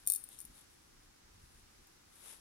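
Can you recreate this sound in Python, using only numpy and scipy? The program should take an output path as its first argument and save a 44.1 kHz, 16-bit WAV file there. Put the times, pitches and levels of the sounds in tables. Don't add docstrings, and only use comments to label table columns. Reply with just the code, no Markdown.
import sys
import numpy as np
from scipy import signal
from scipy.fft import rfft, irfft, next_fast_len
from scipy.io import wavfile
from scipy.ndimage import map_coordinates

SR = 44100
rng = np.random.default_rng(int(sys.argv[2]) if len(sys.argv) > 2 else 0)


def waveform_to_disk(signal):
    frames = np.transpose(np.atleast_2d(signal))
    scaled = np.clip(frames, -1, 1) * 32767
    samples = np.round(scaled).astype(np.int16)
    wavfile.write(sys.argv[1], SR, samples)


def nominal_scale(level):
    x = np.asarray(level, float) / 20
    return 10 ** x


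N = 106104

# time in seconds, level in dB.
BRUSH_LEVEL = [(0, -65.5), (.15, -88), (.24, -79), (.33, -62.5), (.4, -69.5), (.5, -69), (.58, -62),
               (.68, -71.5), (.8, -72.5), (.9, -78), (1.3, -85.5), (1.45, -72), (1.56, -69.5),
               (1.65, -79.5), (1.95, -77.5), (2.01, -79), (2.08, -77.5), (2.2, -67), (2.4, -76)]
# frequency in Hz, density in dB per Hz.
FIBRE_SPECTRUM = [(2500, -15), (3700, -6), (5000, -24.5), (8000, -7), (10300, -1), (12000, -7),
                  (14000, -19), (16000, -37)]
# frequency in Hz, density in dB per Hz.
SLEEVE_SPECTRUM = [(150, -25), (300, -12), (2300, -9), (3700, -8), (4600, -15.5), (8200, -8), (10300, 0.5),
                   (12000, -7.5), (14200, -20), (16000, -51)]
# frequency in Hz, left over right in dB.
CLOTH_BALANCE = [(600, 14), (2300, 3), (3700, 7), (5000, 16.5), (7200, 6), (8700, 7.5), (10300, 9),
                 (12000, 0.5)]
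# frequency in Hz, density in dB per Hz.
HISS_SPECTRUM = [(35, -30), (60, -1.5), (139, -6), (172, -6), (261, -5.5), (354, -5.5), (388, -10.5),
                 (664, -18), (764, -12.5), (879, -12.5), (1470, -11.5), (3410, -17.5), (5560, -14),
                 (15900, -28.5)]
# frequency in Hz, side over mid in dB.
HISS_WIDTH = [(60, -13), (120, -2), (240, -7.5), (480, 7), (950, 0), (1890, -1), (3770, 1), (7520, 0),
              (15000, 1.5)]
# frequency in Hz, density in dB per Hz.
RUMBLE_SPECTRUM = [(8.8, -40), (15, -25), (21, 7), (65, 3.5), (107, -3), (140, -10.5), (220, -11),
                   (290, -21), (480, -120)]
# time in seconds, level in dB.
RUMBLE_LEVEL = [(0.0, -71.5), (0.1, -66), (0.19, -94), (0.23, -68), (0.3, -80), (.44, -72), (0.51, -59),
                (0.54, -74.5), (1.1, -66.5), (1.18, -78), (1.35, -63), (1.61, -65.5), (1.7, -73.5),
                (1.77, -64), (1.83, -74.5), (2.05, -78), (2.07, -72), (2.15, -81), (2.4, -71)]
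# start in seconds, peak on the left in dB.
TICKS = [(.0535, -41), (.2327, -40), (0.2894, -33), (0.4407, -40), (1.8717, -46.5), (2.034, -67)]
# start in seconds, left peak of the tap in dB,
# then the blow to the bottom, to the rim and to the wall, each in dB.
CONTACTS = [(0.0643, -35, -39, -40, -59), (0.0738, -12.5, -18.5, -25.5, -34),
            (.0840, -28.5, -32, -28, -37.5), (0.1, -12.5, -18, -24, -33), (0.1098, -34.5, -42, -30, -42.5),
            (0.1205, -18.5, -20.5, -28, -39.5), (0.131, -34.5, -40, -30, -45),
            (0.1363, -21.5, -21.5, -29.5, -45), (.1440, -40.5, -45, -37, -50.5),
            (0.1491, -18, -31.5, -33, -49), (0.1599, -19, -34, -29.5, -42),
            (.2390, -36.5, -33.5, -39.5, -59), (0.3884, -48.5, -39.5, -58, -44.5),
            (0.4033, -30, -44, -48, -55), (.414, -36, -41.5, -42, -59.5), (0.4509, -43, -47.5, -40, -51.5)]
# frequency in Hz, width in Hz, level in dB.
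TAP_RESONANCES = [(10030, 1900, 6), (14600, 910, -1.5), (6000, 3200, -20.5)]
# frequency in Hz, level in dB, 60 dB decay in seconds, left over right in dB.
BOTTOM_MODES = [(2460, -32, 0.058, 7), (3705, -27, 0.018, -4.5), (5590, -32.5, 0.0201, -1),
                (8800, -21, 0.016, 0), (9030, 0, 0.023, 7.5), (9110, -17, 0.039, 4),
                (9263, -0.5, 0.024, 11.5), (9830, -11.5, .012, 7), (14330, -8.5, 0.026, 2),
                (14860, -24.5, 0.0151, -0.5)]
RIM_MODES = [(4358, -23.5, .06, 12), (10980, -6, 0.036, 10), (10990, -4, 0.067, 10),
             (13280, -6.5, 0.032, 1), (14380, -18.5, .02, 3)]
WALL_MODES = [(5660, -5, 0.021, 2), (6605, -7.5, 0.048, 5.5), (7470, -11, 0.017, 4), (12250, 1, .04, 8),
              (12500, -4, .04, 14.5)]
# start in seconds, end in seconds, level in dB.
ROLLS = [(0.064, 0.163, -52), (0.386, 0.431, -62.5)]
# delay in seconds, level in dB.
ECHOES = [(.0026, -14), (0.0087, -36), (.0135, -44), (0.022, -25)]
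# frequency in Hz, 60 dB decay in seconds.
ROOM_DECAY = [(2000, 0.26), (9000, 0.31), (15000, 0.17)]
# reference time in seconds, half a cycle before the envelope's peak, envelope
# peak in dB, pitch in Hz.
BUMPS = [(.446, -53.5, 201), (0.489, -64, 150), (.499, -53, 194), (.51, -62, 120), (1.361, -56.5, 90),
         (1.437, -56.5, 109), (2.069, -59, 75.3)]

STRIKE_RISE_S = 0.00022
TICK_T60_S = 0.0018


def along(points, hz):
    f, v = np.transpose(points)
    return np.interp(np.log(hz + 1), np.log(f + 1), v)


def curve(rows):
    return np.interp(np.arange(N) / SR, *np.transpose(rows))


def wobble(rate):
    knots = rng.standard_normal(int(N * rate / SR) + 4)
    return map_coordinates(knots, [np.arange(N) * rate / SR])


def filtered(x, response):
    m = next_fast_len(x.shape[-1] + 8192)
    spectrum = rfft(x, m) * response(np.fft.rfftfreq(m, 1 / SR))
    return irfft(spectrum, m)[..., :x.shape[-1]]


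def rubbing(spectrum, grain_db):
    grains = rng.standard_normal((2, N)) * nominal_scale(grain_db * wobble(300))

    def colour(hz):
        side_db = np.outer([.5, -.5], along(CLOTH_BALANCE, hz))
        return nominal_scale(along(spectrum, hz) + side_db)

    noise = filtered(grains, colour)
    return noise / np.std(noise.mean(axis=0))


def cloth_brushing():
    level_db = curve(BRUSH_LEVEL) + 2.9 * wobble(17.92)
    return nominal_scale(level_db) * rubbing(FIBRE_SPECTRUM, grain_db=2.0)


def diffuse(spectrum, width):
    def colour(hz):
        return nominal_scale(along(spectrum, hz) + np.array([0 * hz, along(width, hz)]))

    mid, side = filtered(rng.standard_normal((2, N)), colour)
    return np.array([mid + side, mid - side]) / np.std(mid)


def room_hiss():
    return nominal_scale(-67.5 + .4 * wobble(6)) * diffuse(HISS_SPECTRUM, HISS_WIDTH)


def low_rumble():
    level_db = curve(RUMBLE_LEVEL) + 1.7 * wobble(24.93)
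    return nominal_scale(level_db) * diffuse(RUMBLE_SPECTRUM, [(30, -17.0), (200, -9.5)])


def tap(t, t60):
    low_hz, left_over_right_db = 4000, 10

    def colour(f):
        low_cut = (1j * f / (1j * f + low_hz)) ** 2
        total = 0
        for k, (centre, width, db) in enumerate(TAP_RESONANCES):
            band = 1j * f * width / (centre * centre - f * f + 1j * f * width)
            total = total + (-1) ** k * nominal_scale(db) * band
        return low_cut * total

    noise = rng.standard_normal(len(t)) + 0.79 * rng.standard_normal((2, len(t)))
    envelope = (1 - np.exp(-t / STRIKE_RISE_S)) * nominal_scale(-60 * t / t60)
    burst = filtered(noise * envelope, colour)
    peak_one = burst / np.abs(burst).max(axis=1, keepdims=True)
    return peak_one * nominal_scale([[0], [-left_over_right_db]])


def add_at(out, start_s, sound):
    out[:, round(start_s * SR):][:, :sound.shape[-1]] += sound


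def ticks(out, t):
    for s, db in TICKS:
        add_at(out, s, nominal_scale(db) * tap(t, TICK_T60_S))


def ring(modes, t, blow_db=0):
    scatter_db, phase_scatter_cycles = 1.5, 0.08
    dulling, hard_db, dull_from_hz = 0.49, -20, 11500
    hz, db, t60, left_db = np.transpose(modes)[..., None]
    strength, phase = rng.standard_normal((2,) + hz.shape)
    octaves = np.maximum(np.log2(hz / dull_from_hz), 0)
    db = db + blow_db + dulling * min(blow_db - hard_db, 0) * octaves
    db = db + scatter_db * strength - 60 * t / t60
    swing = np.sin(2 * np.pi * (hz * t + phase_scatter_cycles * phase))
    left = np.sum(nominal_scale(db) * swing, axis=0)
    right = np.sum(nominal_scale(db - left_db) * swing, axis=0)
    return np.array([left, right]) * (1 - np.exp(-t / STRIKE_RISE_S))


def contacts(out, t):
    damping_db = -5
    following = [row[0] for row in CONTACTS[1:]] + [np.inf]
    for (s, tap_db, *blows_db), next_s in zip(CONTACTS, following):
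        parts = zip(blows_db, (BOTTOM_MODES, RIM_MODES, WALL_MODES))
        rings = sum(ring(modes, t, db) for db, modes in parts)
        muted = rings * nominal_scale(damping_db * (t > next_s - s))
        add_at(out, s, nominal_scale(tap_db) * tap(t, 0.0035) + muted)


def chatter(t):
    contacts_per_s = 1100
    now = np.arange(N) / SR
    level = sum(nominal_scale(db) * ((now > start) & (now < end)) for start, end, db in ROLLS)
    pulses = level * (rng.random(N) < contacts_per_s / SR) * rng.standard_normal(N)
    answer = nominal_scale(15.0) * tap(t, TICK_T60_S) + ring(BOTTOM_MODES, t) + ring(RIM_MODES, t)
    answer = answer + nominal_scale(-11.5) * ring(WALL_MODES, t)
    return signal.fftconvolve(pulses[None], answer, axes=1)[:, :N]


def table_knock(out, t):
    s, db, hz, t60 = .0735, -40, 2200, .002
    add_at(out, s, nominal_scale(db - 60 * t / t60) * np.sin(2 * np.pi * hz * t))


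def dish():
    right_late_s = 0.000208
    out, t = np.zeros((2, N + SR)), np.arange(SR // 5) / SR
    ticks(out, t)
    contacts(out, t)
    table_knock(out, t)
    return filtered(out[:, :N] + chatter(t),
                    lambda hz: np.exp(-2j * np.pi * np.outer([0, right_late_s], hz)))


def room(x):
    tail_db = -12
    early = filtered(x, lambda hz: sum(nominal_scale(db) * np.exp(-2j * np.pi * hz * s) for s, db in ECHOES))
    hz, t, z = signal.stft(rng.standard_normal((2, SR // 2)), SR, nperseg=256)
    decay = nominal_scale(-60 * t / along(ROOM_DECAY, hz)[:, None])
    tail = signal.istft(z * decay, SR, nperseg=256)[1]
    tail = tail / np.linalg.norm(tail[0])
    return early + nominal_scale(tail_db) * signal.fftconvolve(x, tail, axes=1)[:, :N]


def table_bumps():
    width_cycles = 0.95
    now = np.arange(N) / SR
    total = np.zeros(N)
    for s, db, hz in BUMPS:
        cycles = (now - s) * hz
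        envelope = np.exp(-(2 * (cycles - .5) / width_cycles) ** 2)
        total += nominal_scale(db) * envelope * np.sin(2 * np.pi * cycles)
    return total


def sleeve_stroke():
    peak_s, rise_s, fall_s, level_db = 2.288, 0.053, 0.059, -55.5
    u = np.arange(N) / SR - peak_s
    stroke = np.exp(-.5 * (u / np.where(u < 0, rise_s, fall_s)) ** 2)
    return nominal_scale(level_db + 1.1 * wobble(40)) * stroke * rubbing(SLEEVE_SPECTRUM, grain_db=1.0)


def scene():
    background = cloth_brushing() + room_hiss() + low_rumble()
    direct = dish()
    return background + direct + room(direct) + table_bumps() + sleeve_stroke()


def low_pass(x):
    return signal.sosfilt(signal.butter(12, 16320, fs=SR, output="sos"), x)


def record(dry):
    mix = filtered(dry, lambda hz: hz < 15900)
    return low_pass(mix)


dry = scene()
out = record(dry)
waveform_to_disk(out)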